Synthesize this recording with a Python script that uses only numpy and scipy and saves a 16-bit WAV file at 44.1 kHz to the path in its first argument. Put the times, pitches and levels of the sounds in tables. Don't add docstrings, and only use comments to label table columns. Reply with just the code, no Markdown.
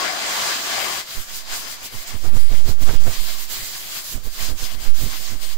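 import sys
import numpy as np
from scipy import signal
from scipy.fft import rfft, irfft, next_fast_len
from scipy.io import wavfile
from scipy.ndimage import uniform_filter1d

SR = 44100
rng = np.random.default_rng(int(sys.argv[2]) if len(sys.argv) > 2 else 0)


def wrap_up_sound(samples):
    columns = np.atleast_2d(samples).T
    tamed = np.clip(columns, -1, 1)
    steps = np.round(tamed * 32767).astype(np.int16)
    wavfile.write(sys.argv[1], SR, steps)


def linear_from_db(decibels):
    return 10 ** (np.asarray(decibels, float) / 20)


N = 245637
HZ = np.fft.rfftfreq(next_fast_len(N), 1 / SR) + 1e-3


def in_time(rows):
    s, *columns = np.transpose(rows)
    return [np.interp(np.arange(N) / SR, s, c) for c in columns]


def at_hz(points, hz):
    point_hz, value = np.transpose(points)
    return np.interp(np.log(hz), np.log(point_hz), value)


def swells(rows):
    s, length, *sizes = np.transpose(rows)
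    t = np.arange(0, N + 50, 50) / SR
    phase = np.clip((t - s[:, None]) / length[:, None], -.5, .5)
    shapes = np.cos(np.pi * phase) ** 2
    return [np.interp(np.arange(N) / SR, t, size @ shapes) for size in sizes]


def drift(rate):
    r = np.exp(-80 * np.pi * rate / SR)
    coarse = rng.standard_normal(N // 40 + 2002)
    slow = signal.lfilter([1], [1, -2 * r, r * r], coarse)[2000:]
    return np.interp(np.arange(N) / 40, np.arange(len(slow)), slow / slow.std())


def white_noise():
    return rfft(rng.standard_normal(next_fast_len(N)))


def coloured(white, colour_db, low_hz, high_hz):
    gain = linear_from_db(colour_db)
    inside = (HZ > low_hz) & (HZ < high_hz)
    return white * gain / np.sqrt(np.sum(gain[inside] ** 2) / len(HZ))


def smother():
    seal_s, length_s, seal_db = 2.458, 0.079, -44
    return linear_from_db(swells([(seal_s, length_s, seal_db)])[0])


# t [s], level [share of full scale]
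PUSH = [(0.0, 0.002), (1.12, 0.002), (1.36, 0.03), (2.05, -0.001), (2.2, 0.12), (2.3, 0.53), (2.62, 0.59),
        (2.78, 0.376), (2.86, 0.48), (3.02, 0.195), (3.17, 0.22), (3.55, 0.02), (4.13, 0.01), (4.5, 0.18),
        (4.86, 0.08), (4.89, 0.68), (5.04, 0.06), (5.57, 0.19)]
# t [s], length [s], level [share of full scale]
FLAPS = [(1.193, 0.076, 0.11), (1.266, 0.064, -0.02), (1.525, 0.058, 0.045), (1.982, 0.12, 0.08),
         (2.173, 0.039, 0.07), (2.242, 0.049, -0.16), (2.367, 0.03, -0.3), (2.394, 0.051, 0.37),
         (2.438, 0.056, 0.39), (2.511, 0.05, -0.9), (2.688, 0.061, -0.62), (2.827, 0.053, -0.25),
         (2.85, 0.12, 0.28), (2.937, 0.054, -0.66), (2.983, 0.12, 0.56), (3.044, 0.11, 0.37),
         (3.074, 0.026, 0.2), (3.159, 0.11, -0.24), (3.196, 0.059, 0.21), (4.157, 0.038, 0.12),
         (4.184, 0.043, -0.1), (4.276, 0.051, 0.094), (4.36, 0.11, -0.13), (4.605, 0.129, -0.19),
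         (4.626, 0.048, 0.19), (4.754, 0.033, 0.039), (4.84, 0.049, -0.14), (5.056, 0.15, 0.12),
         (5.376, 0.057, 0.07), (5.39, 0.071, -0.11)]
# t [s], length [s], level [share of full scale]
CREST = (4.92, .09, .1)


def membrane_push():
    steady = uniform_filter1d(in_time(PUSH)[0], size=SR // 120)
    return steady + swells(FLAPS + [CREST])[0]


def gust_gain(s, fall_s, peak_db, calm_db, spread):
    crown_s = 0.013
    t = np.arange(0, N + 50, 50) / SR
    away_s = np.hypot(t - s[:, None], crown_s) - crown_s
    fall_s = np.clip(fall_s[:, None], .025, .3) * spread
    gust_db = peak_db[:, None] - 20 * away_s / fall_s
    power = linear_from_db(2 * calm_db) + linear_from_db(2 * gust_db).sum(axis=0)
    return np.interp(np.arange(N) / SR, t, np.sqrt(power))


# f [Hz], level [dB per Hz]
EDDIES = [(20, 30.5), (40, 6), (110, -2), (230, -10.5), (480, -15), (1200, -21), (2500, -28.5), (6000, -50)]
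# t [s], fall by 20 dB [s], peak level 60-400 Hz [dB],
# rasp level above 450 Hz [dB over the peak]
GUSTS = [(1.177, 0.02, -31, -1), (1.53, .1, -52, -4), (1.74, .03, -56, 0), (1.842, .03, -46, 10),
         (1.945, 0, -31.5, 0), (2.157, .04, -28.5, -5), (2.262, .05, -28, 0), (2.362, .045, -22.5, -3),
         (2.524, 0, -25.5, -3), (2.58, .06, -34, 3), (2.692, .05, -23, -5), (2.833, .028, -21, -7),
         (2.89, .055, -28, 8), (2.941, 0.14, -23.5, -3.5), (3.08, 0.05, -22, -1), (3.23, 0.1, -42.5, 4),
         (3.47, 0.5, -50.5, 5), (3.604, .1, -43, -6), (4.166, 0.07, -31.5, -5.5), (4.272, 0, -29.5, -3.5),
         (4.423, -0.1, -32, -7), (4.511, .08, -30, -5), (4.631, 0, -33, -8), (4.756, .06, -37, -5),
         (4.864, .07, -34, 2), (5.045, .065, -23.5, -9.5), (5.209, -0.5, -41.5, -1),
         (5.335, .05, -30.5, -4.5), (5.46, 2, -46.5, 4), (5.571, 0, -38, 0)]


def eddies():
    s, fall_s, peak_db, rasp_db = np.transpose(GUSTS)
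    colour_db = at_hz(EDDIES, HZ) - 19 * (HZ < 36) - 50 * (HZ < 15)
    buffet = coloured(white_noise(), colour_db, 60, 400)
    small = 1 / (1 + (450 / HZ) ** 4)
    thumps = irfft(buffet * (1 - small))[:N]
    rasp = irfft(buffet * small)[:N]
    thumps = thumps * gust_gain(s, fall_s, peak_db, calm_db=-59.0, spread=0.9)
    rasp = rasp * gust_gain(s, fall_s, peak_db + rasp_db, calm_db=-60, spread=1.4)
    lumps_db = 1.6 * drift(35)
    return (thumps + rasp) * linear_from_db(lumps_db)


def wind():
    return membrane_push() + eddies() * smother()


def scatter():
    decay_s, ripple = .018, .4
    t = np.arange(SR // 10) / SR
    echoes = rng.standard_normal(len(t)) * np.exp(-t / decay_s)
    response = rfft(echoes, next_fast_len(N))
    response /= np.abs(response) ** (1 - ripple)
    return response / np.sqrt(np.mean(np.abs(response) ** 2))


# f [Hz], level [dB per dB of fullness]
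FULLNESS_LIFT = [(80, -0.03), (240, 0.84), (700, 1.3256), (1800, 1.13), (4000, 0.64), (7000, 0.64),
                 (11000, 0), (15500, 0)]
# f [Hz], level [share of power]
FLAME_SHARE = [(200, .85), (1500, .7), (3000, .5), (6000, .5), (10000, .3), (15500, .2)]


def hiss(flame, colour_db, fullness_db):
    thin_share, full_at_db = .5, 9.0
    patchy_db, fast_db = 1.1, 1.1
    pair = coloured(np.array([flame * scatter(), white_noise()]), colour_db, 9000, 15500)
    focus = np.clip(thin_share + (1 - thin_share) * fullness_db / full_at_db, thin_share, 1)
    out = np.zeros(N)
    for hz in 45 * 2 ** np.arange(0, 9, .5):
        octaves = np.clip(np.log2(HZ / hz), -.5, .5)
        from_flame, from_spray = irfft(pair * np.cos(np.pi * octaves) ** 2)[:, :N]
        share = focus * np.clip(at_hz(FLAME_SHARE, hz), 0, 1)
        band = np.sqrt(share) * from_flame + np.sqrt(1 - share) * from_spray
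        flicker_db = patchy_db * drift(5.5) + fast_db * drift(13.7)
        out += band * linear_from_db(at_hz(FULLNESS_LIFT, hz) * fullness_db + flicker_db)
    return out


# f [Hz], level [dB per Hz]
LEFT_PORT = [(40, -6), (110, -2), (230, 1.5), (500, -2.5), (1500, 1.5), (3000, 3), (4700, 3.5), (5600, 0.5),
             (9000, -0.46), (15700, -2)]
RIGHT_PORT = [(60, -11), (400, -7.5), (1500, -2.5), (3200, 2.5), (5500, 4), (7300, 6), (8400, -1.5),
              (9700, -11.5), (10900, -2.5), (14500, 2), (15700, 2)]
# f [Hz], width [Hz], level [dB]
LEFT_RINGS = [(642, 120, 5), (1093, 200, 5), (2096, 136, 5), (3180, 300, 3.5), (4110, 190, 3),
              (4870, 400, 5.5)]
# t [s], sizzle level above 9 kHz [dB], fullness of the body over a thin jet [dB],
# right minus left [dB]
BURN = [(0.0, -37, 9.5, -2.2), (0.18, -40, 12.5, 0), (0.4, -35.1, 9, -2.5), (0.58, -37.5, 5.5, 1.6),
        (0.8, -34, 9, -1.5), (1.0, -33, 4.5, -4.5), (1.05, -49, 4.9, 0.5), (1.3, -29.5, -9, 1.5),
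        (1.6, -35.4, -1.4, -0.2), (2.1, -32, -7.7, 1), (2.45, -39, -0.1, -3.5), (2.9, -35, -5.5, 2.4),
        (3.2, -35, -3, 0), (3.6, -35, -4, 0.4), (4.1, -39.5, -0.2, 0.5), (4.5, -39, 0.9, -1.6),
        (5.1, -36, -3.5, -0.8), (5.57, -39.5, -0.6, -0.7)]
# t [s], length [s], sizzle [dB], fullness [dB]
CHOKES = [(1.297, 0.193, -13.5, 12.5), (1.45, 0.21, -15, 11.5), (1.657, 0.12, -5.9, 8),
          (1.787, 0.15, -14, 10), (1.9, 0.088, -12.5, 7.5), (2.008, 0.24, -7.0, 5.5),
          (2.057, 0.052, -11, 10.5), (2.121, 0.116, -9, 13), (2.201, 0.22, -9, 2),
          (2.332, 0.15, -10.5, 2.5), (2.495, 0.3, -4.5, -0.9), (2.635, 0.12, -11.5, 3.2),
          (2.768, 0.129, -18.5, 6), (2.888, 0.14, -5.5, 6), (3.019, 0.27, -9.4, 5.5),
          (3.175, 0.1, -3.5, 6.5), (3.372, 0.061, -4.6, 2), (3.472, 0.091, -9, 3.5),
          (3.706, 0.078, -1.5, 1.3), (4.203, 0.17, -13, 2.5), (4.303, 0.19, -6.5, -2.4),
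          (4.55, 0.105, -8, -4.5), (4.786, 0.13, -3.5, 0.5), (4.934, 0.2, -8.5, 3.5),
          (5.277, 0.15, -3.5, 4.0), (5.381, 0.14, -6.8, 0.8), (5.566, 0.077, -11, 0)]
# t [s], length [s], sizzle [dB], fullness [dB]
SPURTS = [(0.04, 0.22, -0.5, 5), (0.239, 0.13, -1, 2.5), (0.514, 0.26, 0.6, 4.5), (0.717, 0.12, -0.5, 2),
          (1.13, 0.22, 5, 0.5), (1.533, 0.17, 0.0, 6.5), (2.54, 0.12, 0.5, 3.5), (3.132, 0.063, 1, 2),
          (3.294, 0.093, 0.0, 3.5), (3.57, 0.184, -0.5, 3), (3.753, 0.068, 0.0, 3.7),
          (3.962, 0.14, 4.5, 0.6), (4.113, 0.29, 4.5, -5.5), (4.257, 0.081, 7.5, -5.5),
          (4.436, 0.17, 7, -1.4), (4.648, 0.09, 7.5, -3), (5.04, 0.049, 1, -3), (5.137, 0.12, 0.5, 4.5),
          (5.431, 0.088, 5.5, -0.7)]
# t [s], length [s], level [dB], right minus left [dB]
CATCHES = [
    (1.26, 0.078, -4.5, 0.5),
    (1.44, .07, -2, 0.5),
    (2.31, .05, -3, -2),
    (4.03, 0.053, -1.5, -2),
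    (4.225, 0.044, -1.5, -1),
    (4.775, .06, -4, -3),
    (4.93, .05, -4.5, -3),
]
# t [s], length [s], right minus left [dB]
SWINGS = [(0.368, 0.31, 4.5), (1.01, 0.1, 1.5), (1.189, 0.2, -3.1), (1.458, 0.22, -0.8),
          (1.665, 0.203, -3.5), (1.931, 0.17, -5), (2.162, 0.156, -5.4), (2.296, 0.1, -7),
          (2.358, 0.058, 8.5), (2.666, 0.15, 4.6), (2.822, 0.05, 0.5), (3.074, 0.159, 2.2),
          (3.386, 0.06, 2), (3.525, 0.149, 4.6), (3.684, 0.18, 2.5), (4.134, 0.23, 2.8),
          (4.339, 0.091, 6.5), (4.585, 0.097, 4), (4.745, 0.3, -5), (4.995, 0.19, 6.5), (5.266, 0.16, 4),
          (5.415, 0.26, -4)]


def jet():
    burn_sizzle_db, burn_fullness_db, burn_right_db = in_time(BURN)
    pulse_sizzle_db, pulse_fullness_db = swells(CHOKES + SPURTS)
    catch_db, catch_right_db = swells(CATCHES)
    sizzle_db = burn_sizzle_db + pulse_sizzle_db + catch_db
    fullness_db = burn_fullness_db + pulse_fullness_db
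    right_db = burn_right_db + swells(SWINGS)[0] + catch_right_db
    rings_db = sum(db / (1 + (2 * (HZ - hz) / width) ** 2) for hz, width, db in LEFT_RINGS)
    flame = white_noise()
    left = hiss(flame, at_hz(LEFT_PORT, HZ) + rings_db, fullness_db)
    right = hiss(flame, at_hz(RIGHT_PORT, HZ), fullness_db)
    return np.array([left * linear_from_db(sizzle_db), right * linear_from_db(sizzle_db + right_db) * smother()])


def scene():
    return wind() * [[0], [1]] + jet()


def roll_off(x):
    return signal.sosfilt(signal.butter(12, 16000, fs=SR, output="sos"), x)


def record(dry):
    top, knee = 0.68, 22
    held = dry / (1 + np.abs(dry / top) ** knee) ** (1 / knee)
    cutoff_hz = 15748
    mix = irfft(rfft(held, next_fast_len(N)) * (HZ < cutoff_hz))[:, :N]
    return roll_off(mix)


dry = scene()
out = record(dry)
wrap_up_sound(out)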